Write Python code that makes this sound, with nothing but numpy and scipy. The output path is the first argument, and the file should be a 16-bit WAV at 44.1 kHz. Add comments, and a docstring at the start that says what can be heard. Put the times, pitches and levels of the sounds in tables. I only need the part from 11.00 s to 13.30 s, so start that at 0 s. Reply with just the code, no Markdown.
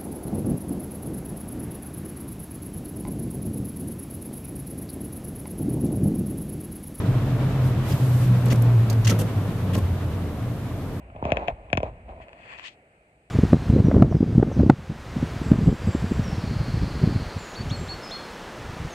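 """Fingers knock on a camera's case in two flurries, right at its two built-in microphones, as a hand
shifts its grip over a wharf. Each knock is a sharp click, a hollow ring and a low thump that falls in
pitch. Skin drags on the case between the knocks, then slides off with a soft swish. Farther off,
harbour water and air wash faintly, with the microphones' own thin hiss underneath."""
import sys
import numpy as np
from scipy import signal
from scipy.fft import rfft, irfft, next_fast_len
from scipy.io import wavfile
from scipy.ndimage import uniform_filter1d

SR = 44100
rng = np.random.default_rng(int(sys.argv[2]) if len(sys.argv) > 2 else 0)


def master_out(mix):
    """Clip the mix to full scale and print it as 16-bit PCM to the path in sys.argv[1]."""
    frames = np.transpose(np.atleast_2d(mix))
    ceiling = np.clip(frames, -1, 1)
    pcm = np.round(ceiling * 32767).astype(np.int16)
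    wavfile.write(sys.argv[1], SR, pcm)


N = 101429


def knocks():
    """Fingers strike the case beside the microphones: each blow clicks, rings and thumps."""
    # Each row: start in seconds; click level, click treble, ring level and thump level in dB;
    # ring pitch ratio; upper modes in dB relative to the ring; ring length ratio.
    blows = [(.1005, -46, -9, -36, -45.5, 1.3, 13.5, 0.5), (.150, -56, 3, -36.5, -36, 1.1, 5, 0.55),
             (.162, -36.5, -5, -26, -43, 1, 5, 1), (.2258, -42.5, 7.5, -21, -23.5, 0.9, 18, 0.45),
             (.2408, -29, -2.5, -38, -43, 0.87, -5, 0.67), (.2531, -21, 4, -4, -21, 1.04, 5.5, 0.5),
             (.3045, -22, -12, -35.5, -38, 1, 0, 0.89), (.3201, -6, 0, -6, -17.5, 0.963, -3.5, 0.77),
             (.3706, -10.5, -4, -12, -35.5, 0.92, -0.5, 0.99), (.4765, -24, -2.5, -28, -39.5, 0.5, -6, 1),
             (.4825, -10, -3, -14, -32.5, 1.04, -4, 1.72), (.702, -30, -7, -33, -41.5, 1, 1, 0.6),
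             (.7301, -3.5, 0, -11, -18.5, 1.034, 8.5, 0.97), (.752, -26, -6.5, -27.5, -26.5, 1, 9.5, 1),
             (.7733, -9, 4.5, -18.5, -39, 1, 8.5, .8), (.7760, -16, 5, -13.5, -17.5, 0.96, 12.5, 0.5),
             (.8034, -27, -4, -18.5, -37.5, 1, 6, 0.59), (.8311, -22.5, 5.5, -10, -28, .95, 3, 1.2),
             (1.091, -40, -13, -32, -42.5, 1.1, 11, 0.36), (1.200, -51, 0, -40, -56, 1.01, 10, 2.4)]
    # The click's colour. Each row: frequency in Hz, level in dB.
    click_colour = [(300, -32.5), (1200, -24.5), (1650, -7.5), (2000, -12), (2350, -6), (2560, -3),
                    (2850, -15.5), (3300, -18), (4000, -28.5), (5200, -31.5), (6600, -30), (8200, -45),
                    (10000, -61.5), (14000, -86.5)]
    # Its place between the microphones. Each row: frequency in Hz, left minus right in dB.
    click_pan = [(500, -7.5), (1100, 10), (1700, 9), (2500, 14), (3300, 18.5), (4300, -5.5), (6500, 0.5),
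                 (8500, -14)]
    # Hollow and upper modes of the case. Each row: frequency in Hz, level in dB, seconds to fall 60 dB.
    hollow_modes = [(572, -13, 0.027), (658.7, 1.5, 0.024)]
    upper_modes = [(795, -19.5, 0.033), (990, -10, .022), (1350, -18, 0.0092)]
    ring_delay_s, ring_attack_s = .0008, .0011
    out, t = np.zeros((2, N)), np.arange(SR // 4) / SR
    thump = case_thump(t)
    for start, click_db, treble_db, ring_db, thump_db, tune, upper_db, length in blows:
        click = impulse(click_colour, click_pan, treble_db)
        ring = case_ring(hollow_modes, tune, length, t)
        ring += amp(upper_db) * case_ring(upper_modes, tune, length, t)
        add(out, start, amp(click_db) * rattled(click))
        add(out, start + ring_delay_s, -amp(ring_db) * ring * (1 - np.exp(-t / ring_attack_s)))
        add(out, start, amp(thump_db) * thump)
    return out


def case_ring(modes, tune, length, t):
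    """The hollow case rings in damped modes, each a little different in strength from blow to blow."""
    scatter_db = 4
    ring = np.zeros_like(t)
    for hz, db, t60 in modes:
        envelope = amp(db + rng.normal(0, scatter_db) - 60 * t / (t60 * length))
        ring += envelope * np.sin(2 * np.pi * hz * tune * t)
    return ring


def case_thump(t):
    """The thump of a knock: a tone that drops steeply, so its low notes arrive last."""
    floor_hz, sweep_hz, fall_s = 40, 890, .002
    attack_s, t60_s, gain_db = .003, .12, 2
    pitch = floor_hz + sweep_hz / (1 + t / fall_s) ** 1.35
    envelope = amp(gain_db - 60 * t / t60_s) * (1 - np.exp(-t / attack_s))
    return envelope * np.sin(2 * np.pi * np.cumsum(pitch) / SR)


def rattled(click):
    """A click followed by the short, duller diffuse ring of the case."""
    tail_db, t60_s, top_hz = -15.5, .054, 7940
    t = np.arange(click.shape[-1]) / SR
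    tail = filtered(rng.standard_normal(click.shape), lambda hz: 1 / (1 + (hz / top_hz) ** 4))
    tail *= amp(-60 * t / t60_s)
    tail /= np.linalg.norm(tail[0])
    return click + amp(tail_db) * signal.fftconvolve(click, tail, axes=1)[:, :len(t)]


def grip():
    """Skin drags on the case under pressure while the hand's movement rumbles through it."""
    # Strength of the drag and of the rumble. Each row: time in seconds, level in dB.
    drag_level = [(0, -53), (.14, -56), (.17, -46.5), (.215, -46.5), (.252, -34.5), (.268, -30),
                  (.30, -31.5), (.35, -34), (.39, -31.5), (.425, -33.5), (.45, -35), (.475, -40.5),
                  (.495, -27.5), (.512, -37), (.53, -49), (.68, -51), (.75, -46.5), (.82, -43),
                  (.85, -34.5), (.88, -36.5), (.91, -50), (1.05, -57.5), (1.10, -40.5), (1.14, -47.5),
                  (1.21, -51), (1.26, -52.5), (1.55, -55.5), (1.75, -72.5)]
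    rumble_level = [(0, -53), (.12, -46.5), (.22, -42.5), (.30, -39.5), (.42, -40.5), (.46, -45.5),
                    (.53, -37.5), (.58, -49.5), (.70, -48), (.80, -35), (.87, -42), (.95, -41),
                    (1.05, -49.5), (1.22, -47.5), (1.28, -60), (1.55, -62), (1.7, -70)]
    # Their colours. Each row: frequency in Hz, level in dB.
    drag_colour = [(80, -16.5), (280, -8.5), (430, -7), (540, -3), (650, 2), (780, -4), (1030, -8),
                   (1400, -21.5), (1900, -22), (2550, -20.5), (3100, -33.5), (4000, -43), (5500, -55.5),
                   (7200, -48.5), (10000, -75.5), (14000, -90.5)]
    rumble_colour = [(20, -27.5), (40, -5), (58, 4.5), (78, -3.5), (95, -3), (130, -10.5), (250, -20),
                     (500, -68.5), (2000, -100), (6000, -120)]
    # The drag's place between the microphones. Each row: frequency in Hz, left minus right in dB.
    drag_pan = [(500, 0), (1100, 0), (2500, 2.5), (4000, -14.5), (8000, -2)]
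    rumble = coloured(rng.standard_normal(N), rumble_colour)
    drag = friction(drag_colour, drag_pan, smooth=.82)
    return level(drag_level) * drag + level(rumble_level) * rumble


def slide():
    """Skin slides lightly over the case, catches a few times and lifts off with a brighter brush."""
    # Strength of the slide and of the quick last brush. Each row: time in seconds, level in dB.
    slide_level = [(1.0, -94), (1.19, -69), (1.222, -47.5), (1.265, -68.5), (1.34, -63), (1.40, -53.5),
                   (1.47, -48), (1.53, -41), (1.575, -49.5), (1.615, -49.5), (1.645, -42.5), (1.685, -48.5),
                   (1.70, -60), (1.80, -91)]
    brush_level = [(1.54, -120), (1.58, -50), (1.62, -59), (1.645, -43.5), (1.682, -39), (1.70, -55.5),
                   (1.74, -63), (1.80, -120)]
    # Their colours. Each row: frequency in Hz, level in dB.
    slide_colour = [(300, -25), (700, -16), (1030, -3), (1400, -9), (1900, 0.5), (2250, -7.5), (2570, 0),
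                    (2900, -10), (3350, -10.5), (3800, -26), (4500, -18.5), (5600, -36.5), (7200, -28),
                    (8500, -35.5), (10000, -64)]
    brush_colour = [(300, -45), (1200, -23.5), (2000, -2), (3200, 2.5), (3900, -5.5), (4600, -7.5),
                    (5700, -15), (7000, -17.5), (8500, -25), (9700, -54), (13000, -74)]
    # Their place between the microphones. Each row: frequency in Hz, left minus right in dB.
    pan = [(800, -4.5), (1500, 1.5), (2500, 12.5), (3300, 3), (4300, 4), (8000, -11)]
    # Tiny catches of the skin. Each row: start in seconds, level in dB.
    catches = [(1.284, -34.5), (1.293, -36), (1.3311, -30.5), (1.587, -26.5), (1.596, -23.5)]
    out = level(slide_level) * friction(slide_colour, pan, smooth=1)
    out += level(brush_level) * friction(brush_colour, pan, smooth=1)
    tick = impulse(slide_colour, pan)
    for start, db in catches:
        add(out, start, amp(db) * rattled(tick))
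    return out


def friction(colour, pan, smooth, slips_per_s=2500):
    """Random tiny slips of skin over a hiss of gain `smooth`, coloured by the case; rms 1."""
    slips = (rng.random(N) < slips_per_s / SR) * rng.standard_normal((2, N))
    force = unit(slips) + smooth * rng.standard_normal((2, N))
    return unit(filtered(spread(force), lambda hz: panned(colour, pan, hz)))


def harbour():
    """Water and air beyond the wharf: a faint, slightly patchy wash."""
    # The wash's colour. Each row: frequency in Hz, level in dB.
    wash_colour = [(20, -16), (55, -2), (120, 1), (250, -2.5), (450, -2), (700, 1.5), (1000, -14),
                   (1400, -10.5), (1900, -8), (2500, -6), (3000, -16.5), (3700, -37.5), (6000, -49),
                   (12000, -72)]
    # Its slow fade. Each row: time in seconds, level in dB.
    wash_level = [(0, -55), (1.75, -57.5), (2.0, -61), (2.3, -63)]
    patch_depth_db = 1
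    spectrogram = signal.stft(rng.standard_normal((2, N)), nperseg=512)[2]
    patches = uniform_filter1d(rng.standard_normal(spectrogram.shape[1:]), size=5, axis=0)  # in frequency
    patches = unit(uniform_filter1d(patches, size=14, axis=1))  # in time
    wash = signal.istft(spectrogram * amp(-patch_depth_db * patches), nperseg=512)[1][:, :N]
    return level(wash_level) * coloured(spread(wash), wash_colour)


def self_noise(level_db=-77.5):
    """The thin steady hiss of the microphones themselves."""
    # The hiss's colour. Each row: frequency in Hz, level in dB.
    hiss_colour = [(2000, -4.5), (4500, -3.5), (5600, -13), (7600, -2), (8300, 4.5), (9600, -8.5),
                   (12000, -13), (14000, -19)]
    return amp(level_db) * coloured(rng.standard_normal((2, N)), hiss_colour)


def spread(pair):
    """Two unrelated signals as heard by two close microphone ports: mono bass, loose treble."""
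    # Each row: frequency in Hz, likeness of left and right (1 is mono).
    likeness = [(350, 1), (650, 1), (1100, 0.67), (2500, 0.2), (4000, 0.14), (9000, .1)]
    turn = lambda hz: np.arccos(np.clip(along(likeness, hz), -1, 1)) / 2
    mid, side = filtered(pair, lambda hz: np.array([np.cos(turn(hz)), np.sin(turn(hz))]))
    return np.array([mid + side, mid - side])


def impulse(colour, pan, treble_db=0, size=4096):
    """Causal stereo click of a given colour, peak 1."""
    edge_hz = 4000  # above this a nail is brighter and a fingertip duller
    hz = np.fft.rfftfreq(size, 1 / SR)
    shelf = amp(treble_db * (1 - 1 / (1 + (hz / edge_hz) ** 8)))
    cepstrum = irfft(np.log(panned(colour, pan, hz) * shelf))
    cepstrum[:, 1:size // 2] *= 2  # minimum phase packs the energy at the start
    cepstrum[:, size // 2 + 1:] = 0
    click = irfft(np.exp(rfft(cepstrum)))
    return click / np.abs(click).max()


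def amp(db):
    """Decibels to gain."""
    return 10 ** (np.asarray(db) / 20)


def unit(x):
    """x at rms 1."""
    return x / np.sqrt(np.mean(x ** 2) + 1e-20)


def along(points, hz):
    """(Hz, value) points read on a log axis."""
    frequencies, values = np.transpose(points)
    return np.interp(np.log(hz + 1), np.log(frequencies + 1), values)


def level(rows):
    """Gain per sample from (s, dB) points."""
    return amp(np.interp(np.arange(N) / SR, *np.transpose(rows)))


def filtered(x, response):
    """x through a complex response of frequency."""
    n = x.shape[-1]
    padded = next_fast_len(n + 8192)
    return irfft(rfft(x, padded) * response(np.fft.rfftfreq(padded, 1 / SR)), padded)[..., :n]


def coloured(x, colour):
    """x shaped by (Hz, dB) points, at rms 1."""
    return unit(filtered(x, lambda hz: amp(along(colour, hz))))


def panned(colour, pan, hz):
    """Left and right gains of a colour."""
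    return amp(along(colour, hz) + np.outer([.5, -.5], along(pan, hz)))


def add(out, start_s, sound):
    """Mix a sound in at its start time."""
    i = max(round(start_s * SR), 0)
    out[:, i:i + sound.shape[-1]] += sound[..., :N - i]


def scene():
    """The hand right at the microphones, the harbour well behind."""
    return knocks() + grip() + slide() + harbour() + self_noise()


def record(dry):
    """The camera's microphones: the left port lags the right above the bass; the top treble is cut."""
    # Each row: frequency in Hz, phase lag of the left port in radians.
    left_lag = [(400, 0), (540, 0.3), (700, .5), (950, 2), (1200, 2.5), (1700, 3), (2400, 4.5), (3300, 2.5)]
    top_hz = 13200
    phase = lambda hz: np.outer([-.5, .5], along(left_lag, hz))
    return filtered(dry, lambda hz: np.exp(1j * phase(hz)) * (hz < top_hz))


dry = scene()
out = record(dry)
master_out(out)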